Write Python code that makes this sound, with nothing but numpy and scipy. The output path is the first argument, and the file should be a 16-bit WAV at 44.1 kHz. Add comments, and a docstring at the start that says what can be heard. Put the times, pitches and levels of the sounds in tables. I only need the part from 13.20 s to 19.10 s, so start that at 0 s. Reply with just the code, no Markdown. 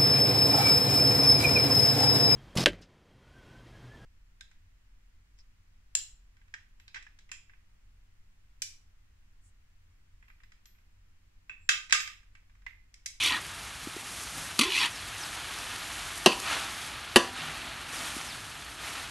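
"""Frying in a large metal wok

Noodles and minced meat sizzle (shaped noise and ringing steam bubbles) over a softly rumbling burner.
A metal spatula scrapes (stick-slip clicks through resonances), squeals (rough tones), snags on its edge
and clanks on the bowl (decaying modes); turned noodles rustle, flop back and hiss up on the hot metal.
Four faint falling peeps, like a small bird's, are gliding tones with flutter. The sound is mono."""
import sys
import numpy as np
from scipy import signal
from scipy.fft import rfft, irfft
from scipy.io import wavfile

SR = 44100
rng = np.random.default_rng(int(sys.argv[2]) if len(sys.argv) > 2 else 0)


def unload_audio(sound):
    """Save the sound as a 16-bit wav file, at the path given as the first command line argument."""
    columns = np.transpose(np.atleast_2d(sound))
    # keep every value between -1 and 1, then stretch to whole-number steps
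    steps = np.round(np.clip(columns, -1, 1) * 32767)
    wavfile.write(sys.argv[1], SR, steps.astype(np.int16))


N = 260190
T = np.arange(N) / SR   # time in seconds

# spectrum of fat and water hissing on bare metal: frequency_hz, level_db
FINE_HISS_SPECTRUM = [(900, -6.5), (2500, -11), (5000, 0.5), (6300, 1.5), (7700, -1), (9400, 1),
                      (10400, -1.5), (11500, -2.5)]


def frying(wet_swell, fine_swell):
    """Bubble acoustics: wet bubbling under the heap and fine hiss on bare metal swell at each turn."""
    # spectrum of the wet bubbling: frequency_hz, level_db
    wet_spectrum = [(120, -22), (300, -4), (480, -11), (780, -4), (1050, -3.5), (1300, -1), (1900, -3),
                    (2300, -2), (3200, -3), (4300, -6), (5200, -13.5), (12000, -21.5)]
    # modes of the metal bowl that colour the bubbling: frequency_hz, width_hz, level_db
    bowl_modes = [(684, 30, 0), (813, 60, -13.5), (1205, 75, -5), (1327, 56, -6.5), (1440, 37, -9.5),
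                  (1650, 79, -3.5), (1825, 30, -0.5)]
    # steady frying between the turns: time_s, wet_level_db, fine_level_db
    simmer = [(0, -40, -47.5), (.5, -44, -47.5), (1.8, -41.5, -47), (2.6, -39, -45), (3.4, -42.5, -44),
              (3.8, -41, -53), (4.1, -43.5, -52), (5.9, -45.5, -52.5)]
    # independent sounds add in power
    wet_gain, fine_gain = np.hypot(gains(simmer), [wet_swell, fine_swell])

    bubbles = fizz(723, 7800, per_s=3500, spread_db=2.5, cycles=2.6)
    bubbling = rng.standard_normal(N) + from_db(-5) * bubbles
    hollow = sum(from_db(db) * resonate(bubbling, hz, width) for hz, width, db in bowl_modes)
    wet_flicker = from_db(.5 * drift(45))
    wet = coloured(bubbling + from_db(-4.5) * hollow, wet_spectrum) * wet_flicker

    crackle = rms_one(grains(per_s=2500, spread_db=3.5))
    hiss = rng.standard_normal(N) + from_db(-4) * crackle
    fine_flicker = from_db(1.2 * drift(60))
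    fine = coloured(hiss, FINE_HISS_SPECTRUM) * fine_flicker
    return wet_gain * wet + from_db(2.5) * fine_gain * fine


def fizz(low_hz, high_hz, per_s, spread_db, cycles):
    """Damped resonance: tiny steam bubbles burst, each ringing a few cycles at one of twelve pitches."""
    pitches = np.geomspace(low_hz, high_hz, num=12)
    rate = per_s / len(pitches)
    return rms_one(sum(resonate(grains(rate, spread_db), hz, hz / cycles) for hz in pitches))


def turning():
    """Boiling off: a turn lays wet noodles on hot metal; gains of wet sizzle, fine hiss and rustle."""
    # turns of the spatula: start_s, rise_s, settle_s, wet_level_db, fine_level_db, rustle_level_db
    turns = [(.76, 0.21, .35, -68, -44, -68), (1.08, 0.13, 0.11, -45.5, -43, -49),
             (1.9, .13, 0.11, -45.5, -49, -66), (3.17, 0.15, 0.16, -31, -45, -56),
             (3.5, 0.12, 0.1, -44, -45.5, -64), (4.11, 0.1, 0.48, -38, -57, -49),
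             (4.6, 0.24, 0.36, -39.5, -42, -51), (5.53, .15, 0.21, -40, -45.5, -63),
             (5.7, 0.085, 0.082, -40, -53, -68)]
    settle_shape = 1.24   # above 1: a swell holds a while before the water is gone
    power = 0
    for s, rise, settle, *levels_db in turns:
        since_peak = np.maximum(T - s - rise, 0)
        swell = ease((T - s) / rise) * np.exp(-(since_peak / settle) ** settle_shape)
        power = power + np.outer(from_db(levels_db), swell) ** 2
    return np.sqrt(power)


def spits():
    """Impulsive vaporisation: larger drops of water burst in the fat with a dry, quickly decaying tick."""
    # bursts of spitting fat: time_s, relative_level_db
    bursts = [(0.266, -25), (1.0356, -22), (2.3376, -23), (2.387, -20), (2.562, -21), (2.9773, -20),
              (3.201, -16.5)]
    out, t = np.zeros(N), T[:SR // 20]
    for s, db in bursts:
        burst = coloured(rng.standard_normal(len(t)), FINE_HISS_SPECTRUM) * dying(t, 0.012)
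        add(out, s, from_db(db - 10.5) * burst)
    return out


def slithering(push):
    """Soft friction: noodles slide and tumble over the metal with a low, lumpy rustle."""
    # spectrum of the rustle: frequency_hz, level_db
    rustle_spectrum = [(60, -20), (120, -13), (155, 7), (190, -15), (250, 3.5), (340, -12), (450, -17),
                       (800, -8), (1400, -24)]
    return push * coloured(grains(per_s=440, spread_db=-0.5), rustle_spectrum)


def flops():
    """Soft impact: a clump lands with a dull, heavily damped bump of two or three cycles."""
    # noodles flopping back: time_s, envelope_peak_db, pitch_hz
    landings = [(0.6706, -29, 290), (0.764, -31.5, 352), (4.965, -30.5, 282)]
    peak_s = 0.0026   # from touch to the top of the envelope
    out, t = np.zeros(N), T[:SR // 10]
    swell = (t / peak_s) ** 2 * np.exp(2 - 2 * t / peak_s)
    for s, db, hz in landings:
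        add(out, s, from_db(db) * swell * np.sin(2 * np.pi * hz * t))
    return out


def scraping():
    """Stick-slip friction: the blade moves in uneven bursts, which rasp through its edge and the bowl."""
    # scraping strokes: start_s, end_s, tips_flat_s, edge_level_db, flat_bowl_level_db, flat_edge_loss_db
    strokes = [(0, 0.173, .113, -24.5, -35.5, 13.5), (1.386, 1.498, 1.41, -28.5, -43.5, 4.5),
               (1.504, 1.661, 1.608, -25.5, -34.5, 0.5)]
    # spectrum radiated by the blade's edge: frequency_hz, level_db
    edge_spectrum = [(60, -45), (200, -25), (350, -8), (600, -36), (1100, -16), (1600, -40), (2050, -1.5),
                     (2550, 4), (3600, 1.5), (4550, -4), (5000, -6), (7500, -10.5), (9500, -13),
                     (12000, -15)]
    # spectrum radiated by the bowl: frequency_hz, level_db
    bowl_spectrum = [(60, -40), (200, -12), (340, -5), (500, -33), (700, -21), (830, -3), (1000, -4.5),
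                     (1300, 3), (1550, -2.5), (1880, 0.5), (2300, -13.5), (4200, -11.5), (5500, -43),
                     (12000, -35)]
    edge_gain, bowl_gain = sum(stroke(*row) for row in strokes)

    slips = rms_one(grains(per_s=3000, spread_db=2.0)) + from_db(-5.5) * rng.standard_normal(N)
    slips = rms_one(slips * from_db(0.98 * drift(260)))
    rasp = slips + from_db(-4) * wander(blade(slips), share=.018, rate=35)
    edge = edge_gain * coloured(rasp, edge_spectrum)
    bowl = bowl_gain * coloured(rasp, bowl_spectrum)
    return from_db(-2.0) * edge + from_db(2.0) * bowl


def stroke(start, end, flat_s, edge_db, bowl_db, edge_loss_db):
    """Contact coupling: a stroke begins on the edge and tips flat, driving the bowl; gains of both."""
    press_s, first_touch_db, lift_t60_s = 0.05, -6.5, 0.1   # the hand leans in, then lifts off
    tip_s, bowl_on_edge_db = 0.0053, -11   # the bowl is driven less while the blade is on its edge
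    lean_db = first_touch_db * (1 - ease((T - start) / press_s))
    force = held(start, end, lift_t60_s) * from_db(lean_db)
    flat = (1 + np.tanh((T - flat_s) / (2 * tip_s))) / 2
    return force * from_db([edge_db - edge_loss_db * flat, bowl_db + bowl_on_edge_db * (1 - flat)])


def blade(x):
    """Modal filtering: pass a signal through the resonances of the spatula blade; rms 1."""
    # resonances of the blade: frequency_hz, width_hz, level_db
    resonances = [(1012, 41, 7.5), (1125, 75, -9.5), (1904, 67, 3.5), (2010, 41, -1.5), (2370, 31, 2.5),
                  (2550, 84, 0), (2780, 30, -11), (2995, 180, -2.5), (3374, 17, 6.5), (3550, 32, -2),
                  (3870, 29, -10), (4050, 79, -0.5), (4535, 25, 7.5), (4810, 31, -19), (5350, 89, -1),
                  (5930, 71, 1.5), (6660, 30, -2), (7420, 23, -24), (9550, 96, 3)]
    return rms_one(sum(from_db(db) * resonate(x, hz, width) for hz, width, db in resonances))


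def squeals():
    """Friction locking: slips lock onto one resonance, gliding with the point of contact."""
    # squeals of the dragged blade: start_s, length_s, first_pitch_hz, last_pitch_hz, level_db
    tones = [(0, 0.057, 2430, 2090, -33.5), (.042, 0.039, 3600, 3820, -33), (1.545, 0.046, 2500, 2600, -29),
             (1.61, 0.046, 2480, 2590, -33)]
    return glides(tones, bend=1.05, rough=0.4, flutter=220)


def catches():
    """Damped impact: the edge snags for an instant; the hand and the food damp the blade quickly."""
    # snags of the edge: time_s, level_db, t60_s, extra_bass_db, extra_top_db
    snags = [(0.0344, -30.5, 0.083, 5, 14), (.06, -21, 0.049, 0, 8), (.075, -22, 0.032, -10, 2),
             (0.1217, -23, 0.042, -4, -8), (1.3914, -12, 0.044, 2, 8.5), (1.411, -15.5, 0.075, 4, 2),
             (1.434, -22.5, 0.088, 3, 3), (1.563, -31, 0.056, -5, -13), (1.658, -31, .03, -12, 11),
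             (3.119, -26.5, 0.07, -1, -3)]
    # spectrum of a snag: frequency_hz, level_db
    snag_spectrum = [(120, -40), (220, 2.5), (480, -3.5), (620, -23), (850, -25), (1120, -1), (1400, -3),
                     (1750, -33), (2100, 4), (2600, 0), (4500, -1), (5200, -10), (8000, -9.5),
                     (9700, -13.5), (12000, -12.5)]
    out, t = np.zeros(N), T[:SR // 5]
    for s, db, t60, bass_db, top_db in snags:
        grit = rng.standard_normal(len(t))
        metal = coloured(grit + from_db(0.5) * blade(grit), snag_spectrum)
        metal = filtered(metal, [(500, bass_db), (1000, 0), (4000, 0), (8000, top_db)])
        add(out, s, from_db(db) * metal * dying(t, t60))
    return out


def clanks():
    """Modal decay: food and blade damp most of a blow at once; a weaker ring of the sheet metal stays."""
    # hard blows: time_s, relative_level_db, then extra level around 300 Hz, 1.1 kHz, 1.75 kHz and 8 kHz:
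    # bass_db, low_mid_db, middle_db, top_db
    blows = [(3.0608, 5, -2, -1.5, -8, -3.5), (3.0657, -12.5, 6, 3, -7, -8), (3.9596, 2.5, 1, -2.5, 5.5, 0),
             (3.9629, -4.5, -3.5, 5.5, 9.5, -7), (3.968, -9, -9, 0, -2, 3.5)]
    # modes of the wok: frequency_hz, struck_level_db, ring_level_db, ring_t60_s
    modes = [(176, -17, -41, 0.15), (215, -13.5, -44, .25), (251, -10, -41, 0.61), (304, -24, -48, 0.17),
             (348, -10, -32, 0.31), (388.4, -9.5, -42.5, 0.52), (448, -31, -38, 0.2), (513, -33, -31, 0.22),
             (695, -23, -42, 0.5), (776, -50, -43, 1), (966, -26, -38, 0.51), (1004, -29, -32, 0.33),
             (1050, -45, -31, 0.3), (1142, -24.5, -33.5, 0.35), (1350, -50, -45, .5),
             (1637, -20.5, -41, 0.37), (1885, -23, -36, .2), (1970, -32, -39, 0.31), (2594, -17, -46, 0.45),
             (2610, -26, -37, 0.33), (2760, -15, -55, 0.19), (2953, -17.5, -50, .3),
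             (2990, -15.5, -53, 0.21), (3050, -44, -50, .23), (3570, -41, -35.5, 0.26),
             (3890, -20.5, -50, .2), (4650, -44, -49, 0.45), (4800, -53, -55, 0.22), (5050, -46, -52, .22),
             (5950, -34, -38, 0.33)]
    # spectrum of the dense modes: frequency_hz, level_db
    wash_spectrum = [(30, -50), (110, -21), (200, 1.5), (420, 1), (600, -1), (1100, -5.5), (1400, -8.5),
                     (1800, -3), (2230, -16), (2800, 2.5), (3700, -15.5), (4500, -3.5), (5200, -12.5),
                     (9500, -16), (12000, -24)]
    # spectrum of the contact tick: frequency_hz, level_db
    tick_spectrum = [(1500, -22), (3000, 8), (5500, -17), (9500, 7), (11500, 1), (13000, -33)]
    damped_t60, wash_t60 = 0.041, 0.35   # seconds
    wash_db, wash_tail_db, tick_db = -10.5, -14.5, -8.0
    out, t = np.zeros(N), T[:SR // 2]
    damped = dying(t, damped_t60)
    for s, db, bass_db, low_mid_db, middle_db, top_db in blows:
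        # the place of contact decides which modes are driven
        contact = [(450, bass_db), (1100, low_mid_db), (1750, middle_db),
                   (2400, 0), (4000, 0), (8000, top_db)]
        blow = np.zeros(len(t))
        for k, (hz, struck_db, ring_db, t60) in enumerate(modes):
            # the blade's load detunes each mode a little
            loaded_hz = hz * (1 + 0.0038 * rng.standard_normal())
            swing = np.sin(2 * np.pi * loaded_hz * t) * (-1) ** k
            # a mode takes about a cycle to build up
            build_up = 1 - np.exp(-t * hz * 2.0)
            envelope = (from_db(struck_db) * damped + from_db(ring_db) * dying(t, t60)) * build_up
            blow += from_db(at_hz(contact, hz) + rng.normal(0, 1)) * swing * envelope
        # countless close modes merge into a noisy wash
        wash = filtered(coloured(rng.standard_normal(len(t)), wash_spectrum), contact)
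        blow += from_db(wash_db) * wash * (damped + from_db(wash_tail_db) * dying(t, wash_t60))
        tick = coloured(rng.standard_normal(len(t)), tick_spectrum) * dying(t, 0.0052)
        blow += from_db(tick_db + top_db) * tick
        add(out, s, from_db(db - 2.1) * blow)
    return out


def groan():
    """Forced vibration: knocked, then pressed by the blade, the bowl groans upward and rings out."""
    start_s, end_s, climb_s, t60 = 1.393, 1.485, .066, .18
    low_hz, high_hz = 215, 374
    knock_db, pressed_db = -31.5, -36.5
    climb = ease((T - start_s) / climb_s)
    gain = from_db(knock_db + (pressed_db - knock_db) * climb) * held(start_s, end_s, t60)
    return gain * rough_tone(low_hz + (high_hz - low_hz) * climb, rough=0.54, flutter=120)


def peeps():
    """Frequency glide: a thin, unsteady whistle starts high, then slides down by about an octave."""
    # falling peeps: start_s, length_s, first_pitch_hz, last_pitch_hz, level_db
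    calls = [(1.707, 0.15, 5900, 3360, -49), (1.998, 0.091, 6160, 3340, -44.5),
             (4.72, 0.14, 6000, 3170, -50), (5.055, 0.11, 6120, 2780, -47.5)]
    return glides(calls, bend=1.0, rough=1.1, flutter=300)


def burner():
    """Combustion noise: random noise confined mostly to the bass gives the flame's steady rumble."""
    # spectrum of the burner: frequency_hz, level_db
    rumble_spectrum = [(20, -30), (35, -5.5), (54, 0), (75, -4.5), (100, -2), (150, -9.5), (250, -14.5),
                       (450, -20.5), (900, -30.5)]
    return from_db(-51) * coloured(rng.standard_normal(N), rumble_spectrum)


def glides(rows, bend, rough, flutter):
    """Frequency sweep: short tones swell, slide in pitch and fade; a larger bend delays the slide."""
    out = np.zeros(N)
    for s, length, first_hz, last_hz, db in rows:
        along = np.linspace(0, 1, int(length * SR))
        hz = first_hz + (last_hz - first_hz) * ease(along ** bend)
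        envelope = np.sqrt(np.abs(np.sin(np.pi * along)))
        add(out, s, from_db(db) * envelope * rough_tone(hz, rough, flutter))
    return out


def rough_tone(hz, rough, flutter):
    """Random modulation: a gliding tone whose height and phase flutter; rms about 1."""
    blur = (drift(flutter) + 1j * drift(flutter))[:len(hz)]
    carrier = np.exp(2j * np.pi * np.cumsum(hz) / SR)
    return np.real((1 + rough * blur) * carrier) / np.sqrt(.5 + rough ** 2)


def wander(x, share, rate):
    """Time warping: resonances shift a little as the point of contact moves."""
    return np.interp(T + share / rate * drift(rate), T, x)


def resonate(x, hz, width):
    """Second-order resonance: a band of the given width in Hz with gain 1 on top."""
    r = np.exp(-np.pi * width / SR)
    zeros = np.array([1, 0, -1]) * (1 - r * r) / 2
    poles = [1, -2 * r * np.cos(2 * np.pi * hz / SR), r * r]
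    return signal.lfilter(zeros, poles, x + 1e-18)


def grains(per_s, spread_db):
    """Poisson-like impulses: random clicks of uneven size and sign."""
    sizes = from_db(spread_db * np.minimum(rng.exponential(1, N), 4)) * rng.choice([-1, 1], N)
    return sizes * (rng.random(N) < per_s / SR)


def drift(rate):
    """Random modulation: chance values, rate of them a second, joined by lines; rms 1."""
    knots = rng.standard_normal(int(N / SR * rate) + 2)
    return rms_one(np.interp(T * rate, np.arange(len(knots)), knots))


def coloured(x, spectrum):
    """Spectral shaping: give a steady signal a spectrum; rms 1."""
    return rms_one(filtered(x, spectrum))


def filtered(x, spectrum):
    """Linear filtering: apply a spectrum of gains in the frequency domain."""
    hz = np.arange(len(x) // 2 + 1) * SR / len(x)
    return irfft(rfft(x) * from_db(at_hz(spectrum, hz)), len(x))


def at_hz(points, hz):
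    """Logarithmic pitch: read a spectrum in dB on a log-frequency axis."""
    known, level = np.transpose(points)
    return np.interp(np.log(hz + 1e-9), np.log(known), level)


def gains(rows):
    """Level curves: each dB column as a gain in time, silent outside the curve."""
    s, *columns = np.transpose(rows)
    return [from_db(np.interp(T, s, c)) * (T >= s[0]) * (T <= s[-1]) for c in columns]


def held(start, end, t60):
    """Sustain and release: full from start to end, then dying away."""
    return (T >= start) * dying(np.maximum(T - end, 0), t60)


def dying(t, t60):
    """Exponential damping: decay by 60 dB in t60 seconds."""
    return np.exp(-np.log(1000) * t / t60)


def ease(along):
    """Raised-cosine transition: a smooth step from 0 to 1."""
    return np.sin(np.pi / 2 * np.clip(along, 0, 1)) ** 2


def from_db(db):
    """Logarithmic level: decibels to amplitude gain."""
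    return 10 ** (np.asarray(db) / 20)


def rms_one(x):
    """Effective value: scale to rms 1."""
    return x / np.sqrt(np.mean(x ** 2) + 1e-20)


def add(track, s, sound):
    """Superposition: mix a sound in at time s in seconds."""
    at = max(int(s * SR), 0)
    track[at:at + len(sound)] += sound[:N - at]


def scene():
    """Superposition: all sources add at one microphone above the wok."""
    wet_swell, fine_swell, push = turning()
    food = frying(wet_swell, fine_swell) + spits() + slithering(push) + flops()
    spatula = scraping() + squeals() + catches() + clanks() + groan()
    mono = food + spatula + peeps() + burner()
    return np.array([mono, mono])


def record(dry):
    """Band limiting and saturation: deepest bass lost, loudest peaks softly overloaded, top cut."""
    low_cut_hz, ceiling, cutoff_hz = 35, .9, 11900
    high_pass = signal.butter(2, low_cut_hz, "high", fs=SR, output="sos")
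    lean = signal.sosfilt(high_pass, dry)
    rounded = lean / (1 + (lean / ceiling) ** 6) ** (1 / 6)
    low_pass = signal.ellip(10, .2, 80, cutoff_hz, fs=SR, output="sos")
    return signal.sosfilt(low_pass, rounded)


dry = scene()
out = record(dry)
unload_audio(out)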